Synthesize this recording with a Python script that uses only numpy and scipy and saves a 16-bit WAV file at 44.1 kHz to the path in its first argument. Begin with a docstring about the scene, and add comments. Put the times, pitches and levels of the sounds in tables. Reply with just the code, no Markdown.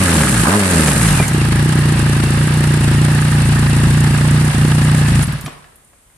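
"""A three-cylinder motorcycle with an open silencer slows from one throttle blip and takes a second.
Its exhaust cracks and booms, gas roars and hisses, unburnt fuel pops, valves tick and gears whine.
It settles to idle with a few soft firings and is switched off: a seal squeaks, hot metal ticks and
the crank rocks to rest with a clunk. All this is heard close to a hand-held phone in a concrete garage."""
import sys
import numpy as np
from scipy import signal
from scipy.fft import rfft, irfft, next_fast_len
from scipy.io import wavfile
from scipy.ndimage import uniform_filter1d, map_coordinates

SR = 44100
rng = np.random.default_rng(int(sys.argv[2]) if len(sys.argv) > 2 else 0)


def unload_wav(signal):
    """Save mono or channel-first audio to the path in sys.argv[1] as 16-bit WAV at rate SR, clipped to [-1, 1]."""
    wavfile.write(
        sys.argv[1],
        SR,
        np.round(np.clip(np.atleast_2d(signal).T, -1, 1) * 32767).astype(np.int16),
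    )


N = 272097

# Engine speed, a little unsteady at idle: (time [s], exhaust strokes of all cylinders [1/s])
ENGINE_SPEED = [(0, 95.12), (.44, 49.1), (.47, 69.7), (.506, 92.6), (.55, 104.5), (.57, 105), (.65, 94),
                (.95, 64.56), (1.13, 45.2), (1.25, 35.57), (1.35, 29.26), (1.525, 27.48), (1.595, 29.82),
                (1.735, 31.3), (1.805, 29.59), (1.91, 30.09), (1.98, 27.48), (2.05, 29.77), (2.19, 28.02),
                (2.26, 29.03), (2.365, 28.82), (2.435, 31.05), (2.575, 29.58), (2.645, 30.34),
                (2.89, 28.19), (2.995, 30.22), (3.13, 29.4), (3.275, 30.45), (3.45, 28.08), (3.555, 29.31),
                (3.87, 28.39), (3.94, 30.2), (4.01, 29.24), (4.43, 30), (4.535, 28.79), (4.605, 30.08),
                (4.885, 29.87), (4.955, 31.06), (5.095, 27.34), (5.2, 28.65), (5.265, 18.6), (5.47, 18)]


def amp(db):
    return 10 ** (np.asarray(db) / 20)


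def unit(x):
    return x / np.sqrt(np.mean(x ** 2) + 1e-20)


def along(points, hz):
    """Read between (frequency, value) points on a log frequency axis."""
    f, v = np.transpose(points)
    return np.interp(np.log(hz + 1), np.log(f + 1), v)


def curve(points):
    """Join (time, value) points with straight lines, one value a sample."""
    return np.interp(np.arange(N) / SR, *np.transpose(points))


def wobble(rate):
    """A smooth curve through rate random values a second."""
    return map_coordinates(rng.standard_normal(int(N * rate / SR) + 4), [np.arange(N) * rate / SR])


def filtered(x, response):
    """Multiply each frequency in x by response(hz)."""
    m = next_fast_len(N + SR // 2)
    return irfft(rfft(x, m) * response(np.fft.rfftfreq(m, 1 / SR)), m)[..., :N]


def rush(spectrum, pulsing=1):
    """Stereo noise of average strength 1, more alike left and right in the bass than in the treble."""
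    # How alike the two sides are: (frequency [Hz], likeness [0 to 1])
    likeness = [(60, 0.92), (250, 0.92), (600, 0.7), (1400, 0.074), (14000, 0.2)]
    # How much louder the left side is: (frequency [Hz], level [dB])
    balance = [(500, 2), (1200, -5), (2300, 2.5), (4000, 2.5), (8000, -3.5), (13000, 3.5)]
    angle = lambda hz: np.arccos(along(likeness, hz)) / 2
    shape = lambda hz: amp(along(spectrum, hz)) * [np.cos(angle(hz)), np.sin(angle(hz))]
    mid, side = filtered(pulsing * rng.standard_normal((2, N)), shape)
    left_lead_s, halves = .00006, np.array([[.5], [-.5]])
    place = lambda hz: (amp(along(balance, hz)) * np.exp(2j * np.pi * hz * left_lead_s)) ** halves
    return unit(filtered(np.array([mid + side, mid - side]), place))


def ringing(blows, tones):
    """Each blow starts tones that wait for their delay, swell and die away."""
    t = np.arange(-SR // 100, SR // 6) / SR
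    ring = 0
    for hz, db, delay, swell in tones:
        age = np.maximum(t - delay, 0)
        ring += amp(db + 8.5) * age / swell * np.exp(-age / swell) * np.sin(2 * np.pi * hz * age)
    return signal.fftconvolve(blows, ring)[SR // 100:][:N]


def bursts(events, fade_s):
    """Short bursts of noise, each in one broad band, falling 60 dB in fade_s."""
    out, t = np.zeros(N + SR), np.arange(SR // 8) / SR
    f = np.fft.rfftfreq(len(t), 1 / SR)
    attack = 1 - np.exp(-t / .00059)
    for s, db, hz, wide_hz in events:
        band = abs(f * wide_hz / (hz * hz - f * f + 1j * f * wide_hz)) ** 2
        noise = irfft(rfft(rng.standard_normal(len(t))) * band, len(t))
        out[round(s * SR):][:len(t)] += amp(db - 2.5 - 60 * t / fade_s) * attack * unit(noise)
    return out[:N]


def strokes():
    """The crank's position, counted in strokes, and the samples at which an exhaust valve opens."""
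    running = np.arange(N) < ENGINE_SPEED[-1][0] * SR
    crank = np.cumsum(curve(ENGINE_SPEED) * running) / SR - .5
    return crank, np.flatnonzero(np.diff(np.floor(crank), prepend=-1))


def throttle(rise_s=.048, fall_s=.24):
    """The second blip: rises from 0, holds at 1 while the throttle is open, then falls."""
    open_s, shut_s = .45, .56
    return curve([(open_s - rise_s, 0), (open_s, 1), (shut_s, 1), (shut_s + fall_s, 0)])


def idle_time(middle_s=3.16):
    """Seconds from the middle of the idle, zero at other speeds."""
    at_idle = abs(curve(ENGINE_SPEED) - 29) < 3
    return uniform_filter1d((np.arange(N) / SR - middle_s) * at_idle, SR // 20)


def coasting(off_s=5.316, fade_s=.94):
    """A gain that falls once the ignition is off."""
    return amp(-60 * np.maximum(np.arange(N) / SR - off_s, 0) / fade_s)


def levels():
    """Push, crack, boom, roar and hiss in dB, following the speed and the throttle."""
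    # Loudness at each speed: (speed [strokes/s], push [dB], crack [dB], boom [dB], roar [dB], hiss [dB])
    by_speed = [(18.5, -28, -38, -13.5, -29.5, -37.5), (24, -34, -21, -11, -25.5, -25),
                (27.2, -19, -10, -8, -24, -28.5), (30.9, -19, -11, -8, -24.5, -28.5),
                (33.5, -28, -25, -13, -25, -25.5), (49, -25, -22, -11.5, -19.5, -19),
                (62.5, -14, -19.5, -14.5, -21.5, -19.5), (79.7, -9.5, -13.5, -21.5, -19, -18.5),
                (100, -9.5, -20, -14, -20, -20.5)]
    # Drift at idle as the phone draws back: (push, crack, boom, roar, hiss [all dB/s])
    idle_drift = (.1, -2.7, .5, 0, 0.18)
    # Change in the blip, as a full charge burns evenly: (push, crack, boom, roar, hiss [all dB])
    blip_change = (0.7, -4, -17, -0.5, -1.5)
    speeds, *columns = np.transpose(by_speed)
    return np.array([np.interp(curve(ENGINE_SPEED), speeds, db) + drift * idle_time() + change * throttle()
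                     for db, drift, change in zip(columns, idle_drift, blip_change)])


def exhaust(at):
    """Every stroke pushes gas out; a burnt charge cracks at the outlet, then the silencer booms."""
    # Firings that stand out from the even beat: (time [s], crack change [dB], boom change [dB])
    odd_firings = [(.44, 18, -3), (.8, 9.5, -1), (1.2, 17, 5), (1.227, -13.5, -6), (1.254, -19.5, -2.5),
                   (1.347, 2, -1), (1.452, -18, .2), (1.822, -14, -1.2), (1.958, -10, -1), (2.54, -22, 0),
                   (3.8, -9, -1), (4.18, -10, 0), (4.513, -33, -11.5), (4.648, 4, -2.5), (4.753, -8, -1),
                   (5.053, -8, -2), (5.084, -6, -1), (5.155, -13, 0), (5.191, 3, -0.5), (5.228, -15, -3),
                   (5.278, -6, 1), (5.332, -6, -1.5), (5.387, -10, -15), (5.442, -10, -7.5)]
    # How push, outlet, pipe and silencer chamber ring: (pitch [Hz], level [dB], delay [s], swell [s])
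    push_tones = [(132, 2.5, -.0018, 0.00066), (206, -12.5, -.0012, 0.0035), (410, -12.5, 0.001, 0.0042),
                  (559, -12, 0.001, 0.003)]
    outlet_tones = [(323, -9, -.0011, 0.0022)]
    pipe_tones = [(227, -7, -.0013, 0.0027)]
    chamber_tones = [(146.35, 2, .0104, 0.0075), (175.5, -1, -.0016, 0.0035), (97, 0.5, -0.00162, 0.0044),
                     (105.5, 1, .0135, 0.0021), (59.3, -9.5, 0.0008, 0.012)]
    load_db, pipe_db_per_s, pitch_step = 8.5, 3, .02
    push_luck, crack_luck, boom_luck, timing_luck = rng.standard_normal((len(at), 4)).T
    odd_db = np.zeros((len(at), 2))
    for s, *db in odd_firings:
        odd_db[np.argmin(abs(at - s * SR))] = db
    speed = SR / np.gradient(at)
    uneven = np.clip((95 - speed) / 20, 0, 1) * (speed > 36)  # a shut throttle above idle burns unevenly
    # Burning never peaks at quite the same crank angle.
    at = at + np.round(timing_luck * (.011 + .025 * uneven) * SR / speed).astype(int)
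    push_db, crack_db, boom_db = levels()[:3, at]
    crack_db += load_db * throttle(.03, .03)[at]  # an open throttle cracks harder
    push, crack, boom, warmth = np.zeros((4, N))
    push[at] = amp(push_db + (1 + 2 * uneven) * push_luck)
    crack[at] = amp(crack_db + odd_db[:, 0] + 1.8 * crack_luck + 1.7 * wobble(5)[at])
    boom[at] = amp(boom_db + odd_db[:, 1] + .73 * boom_luck + .55 * wobble(6)[at])
    warmth[at] = rng.integers(-1, 2, len(at))  # cooler or hotter gas shifts the chamber's pitch
    chamber = 0
    for step in (-1, 0, 1):
        shifted = [(hz * (1 + pitch_step * step), *rest) for hz, *rest in chamber_tones]
        chamber += ringing(boom * (warmth == step), shifted)
    pipe = ringing(crack * amp(pipe_db_per_s * idle_time()), pipe_tones)
    return ringing(push, push_tones) + ringing(crack, outlet_tones) + pipe + chamber


def burble():
    """Above idle with the throttle shut, stray fuel burns between strokes: thumps, each with a rasp."""
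    # The ring of one thump: (pitch [Hz], level [dB], delay [s], swell [s])
    thump_tones = [(179.8, 0.5, 0.0018, 0.0086), (300, -2.5, 0.00077, 0.003)]
    burns_per_s, rasp_hz, rasp_wide_hz = 70, 1310, 1770
    gap, size, sign = rng.random((3, 600))
    times = np.cumsum(.4 + 1.2 * gap) / burns_per_s
    at = (times[times < N / SR] * SR).astype(int)
    slowing = np.clip((curve(ENGINE_SPEED) - 33) / 6, 0, 1) * (1 - throttle())
    gain = slowing[at] * amp(11.8 * (size[:len(at)] - .5))
    thumps = np.zeros(N)
    thumps[at] = amp(-21) * gain * np.sign(sign[:len(at)] - .5)
    rasps = [(i / SR, -19 + 20 * np.log10(g), rasp_hz, rasp_wide_hz) for i, g in zip(at, gain) if g > 0]
    return ringing(thumps, thump_tones) + bursts(rasps, fade_s=.027)


def puffs(crank, lag, sharp, depth_db, scatter_db, flutter_db=0):
    """A gain with one puff of random size a stroke, lag strokes after the valve opens."""
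    turn = crank - lag
    luck = rng.standard_normal(int(crank[-1]) + 4)[np.round(turn).astype(int) + 1]
    peak = np.exp(sharp * (np.cos(2 * np.pi * turn) - 1))
    gain = amp((depth_db + scatter_db * luck) * peak + flutter_db)
    return gain / np.sqrt(abs(uniform_filter1d(gain ** 2, SR // 8)))  # keep the average strength even


def gas(crank):
    """Swirling gas roars and hisses in time with the strokes; the roar pulses harder at speed."""
    # The tone of the roar and of the hiss: (frequency [Hz], level [dB])
    roar_tone = [(260, -14), (450, -7), (700, -8), (818, -4), (1000, -4.5), (1170, -5), (1820, -3),
                 (2360, -8), (2780, -7), (3210, -11), (4500, -12), (5850, -17.5), (9900, -120)]
    hiss_tone = [(2060, -18), (3500, -17), (3810, -9), (4120, -13), (6230, -5), (9040, 4.5), (10900, -2),
                 (13300, -17.5), (14700, -33)]
    roar_db, hiss_db = levels()[3:]
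    roar = puffs(crank, lag=.053, sharp=7, depth_db=.075 * curve(ENGINE_SPEED), scatter_db=1,
                 flutter_db=1.62 * wobble(140))
    hiss = puffs(crank, lag=.011, sharp=6.1, depth_db=5, scatter_db=1.9,
                 flutter_db=1.6 * wobble(120) + .9 * wobble(4))
    return coasting() * (amp(roar_db) * rush(roar_tone, roar) + amp(hiss_db) * rush(hiss_tone, hiss))


def valves(at):
    """A valve shuts once a stroke and rings the cylinder head; softer against the roar at speed."""
    # The head's ring: (pitch [Hz], level [dB], delay [s], swell [s])
    head_tones = [(1640, 2.5, .003, .002), (1260, -2, .0045, .0025)]
    ticks, gap = np.zeros((2, N)), np.gradient(at)
    hardness = amp(3.3 * rng.standard_normal((len(at), 2)).T)
    softening = np.clip(gap / np.median(gap), 0, 1) ** .51
    roar_db = levels()[3, at]
    ticks[:, at] = amp(roar_db) * coasting()[at] * hardness * softening
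    return np.array([ringing(side, head_tones) for side in ticks]) * [[.5], [1]]


def garage(x):
    """The echo of the concrete walls: each frequency dies away at its own speed."""
    # How long the echo lasts: (frequency [Hz], time to fall 60 dB [s])
    echo_times = [(60, 0.94), (146, 0.48), (300, 0.97), (900, 0.85), (2000, 0.57), (4000, 0.34),
                  (9000, 0.32)]
    hz, t, noise = signal.stft(rng.standard_normal((2, SR * 3 // 4)), SR, nperseg=256)
    tail = signal.istft(noise * amp(-60 * t / along(echo_times, hz)[:, None]), SR, nperseg=256)[1]
    echo = signal.fftconvolve(np.atleast_2d(x), tail / np.linalg.norm(tail[0]), axes=1)[:, :N]
    middle = echo.mean(0)  # long waves reach both sides alike
    return middle + filtered(echo - middle, lambda hz: hz ** 2 / (hz ** 2 + 180 ** 2))


def room_air():
    """The faint, steady rush of the room."""
    # Its tone: (frequency [Hz], level [dB])
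    air_tone = [(18, -33), (30, 6), (170, -8), (309, -13), (1950, -17), (5490, -25.5), (8990, -12),
                (14700, -30)]
    return amp(-51) * rush(air_tone)


def pops():
    """Unburnt fuel lights in the pipe."""
    # Each pop: (time [s], level [dB], centre [Hz], width [Hz])
    fuel_pops = [(.082, -11.5, 1600, 800), (.147, -13, 500, 1000), (.205, -8, 900, 1500),
                 (.235, -12, 1000, 1500), (.27, -14, 1260, 800), (.793, -12, 500, 1500),
                 (.88, -9, 700, 2000), (1.001, -15, 1150, 800), (1.083, -13.5, 1600, 800),
                 (1.199, -7.5, 400, 700), (1.227, -13.5, 1680, 800), (1.28, -14, 8100, 5000)]
    return bursts(fuel_pops, fade_s=.048)


def gears(crank):
    """Meshing teeth whine in rough chirps near idle speed, and fall silent while the engine revs up."""
    # The whine's tones: (tooth contacts [per stroke], level [dB])
    whine_tones = [(27.7, -39.5), (61.5, -35.5), (93.5, -46.5)]
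    # A cover boosts one band: (centre [Hz], width [Hz], boost [dB])
    cover_band = (2595, 390, 9)
    cover_hz, wide_hz, boost_db = cover_band
    speed, whine = np.gradient(crank) * SR, 0
    for teeth, db in whine_tones:
        hz = teeth * speed
        cover_db = boost_db * np.exp(-((hz - cover_hz) / wide_hz) ** 2)
        cover_db -= np.maximum(hz - 3100, 0) / 40  # it also blocks the treble
        gain = amp(db + cover_db + 3.6 * wobble(45))
        whine += gain * np.sin(2 * np.pi * teeth * crank + 1.9 * wobble(190))
    near_idle = np.clip(speed / 28, 0, 1) ** 4 * np.clip((60 - speed) / 8, 0, 1)
    unloaded = np.gradient(curve(ENGINE_SPEED)) * SR < 100
    return whine * near_idle * unloaded * amp([[-2], [2]])


def intake_bark(crank):
    """Air swirls into the intake in gulps, loud while the throttle is open."""
    # The tone of the air box: (frequency [Hz], level [dB])
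    airbox_tone = [(200, -56.5), (500, -3), (1000, 3), (1600, 0), (3000, -26)]
    gulps = puffs(crank, lag=.23, sharp=3.5, depth_db=9.5, scatter_db=-2)
    bark_db = -17.5 - 45 * (1 - throttle(rise_s=.05, fall_s=.086))
    return coasting() * amp(bark_db) * rush(airbox_tone, gulps)


def squeaks(pitch_hz=10640):
    """A seal rubs with a thin, high tone as the engine stops."""
    # Each rub: (time [s], length [s], level [dB])
    rubs = [(5.224, 0.027, -23), (5.345, .055, -48), (5.447, 0.012, -33), (5.526, 0.019, -49)]
    t, gain = np.arange(N) / SR, 0
    for s, length, db in rubs:
        progress = np.clip((t - s) / length, 0, 1)
        gain += amp(db) * np.sin(np.pi * progress) ** .4 * (t < s + length)
    return gain * np.sin(2 * np.pi * pitch_hz * t)


def metal_ticks():
    """The stopping engine knocks and its hot metal ticks."""
    # Each knock or tick: (time [s], level [dB], centre [Hz], width [Hz])
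    ticks = [(5.225, -22, 9000, 5000), (5.268, -26, 8500, 5000), (5.323, -27, 9000, 6000),
             (5.37, -31, 2500, 3000), (5.41, -25.5, 9000, 9140), (5.46, -19, 1800, 6000),
             (5.478, -19, 250, 1100), (5.642, -37, 1690, 1500), (5.757, -37, 10400, 2500),
             (5.847, -42, 9200, 2000), (5.932, -43, 900, 1100), (6.099, -49, 1470, 800)]
    return bursts(ticks, fade_s=.034)


def clunk(time_s=5.462):
    """The crank rocks back against squeezed gas and rings its case."""
    # The case's ring: (pitch [Hz], level [dB], delay [s], swell [s])
    case_tones = [(264, -30, .008, .005), (721, -35, .003, .004), (1217, -30, .002, .004)]
    return ringing(signal.unit_impulse(N, round(time_s * SR)), case_tones)


def scene():
    """Add up all the sounds; only the tailpipe and the metal ticks echo off the walls."""
    crank, at = strokes()
    tailpipe = exhaust(at) + burble() + pops()
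    metal = metal_ticks()
    echo = garage(amp(-14.5) * tailpipe + amp(-1.5) * metal)
    engine = tailpipe + gas(crank) + valves(at) + gears(crank) + intake_bark(crank)
    return engine + squeaks() + metal + clunk() + echo + room_air()


def record(dry):
    """The phone drops the deepest bass, rounds off loud peaks and cuts the highest treble."""
    bass_hz, top_hz = 40, 14600
    x = filtered(dry, lambda hz: 1 / np.sqrt(1 + (bass_hz / (hz + 1)) ** 5))
    x = x / (1 + abs(x) ** 8) ** (1 / 8)
    return filtered(x, lambda hz: hz < top_hz)


dry = scene()
out = record(dry)
unload_wav(out)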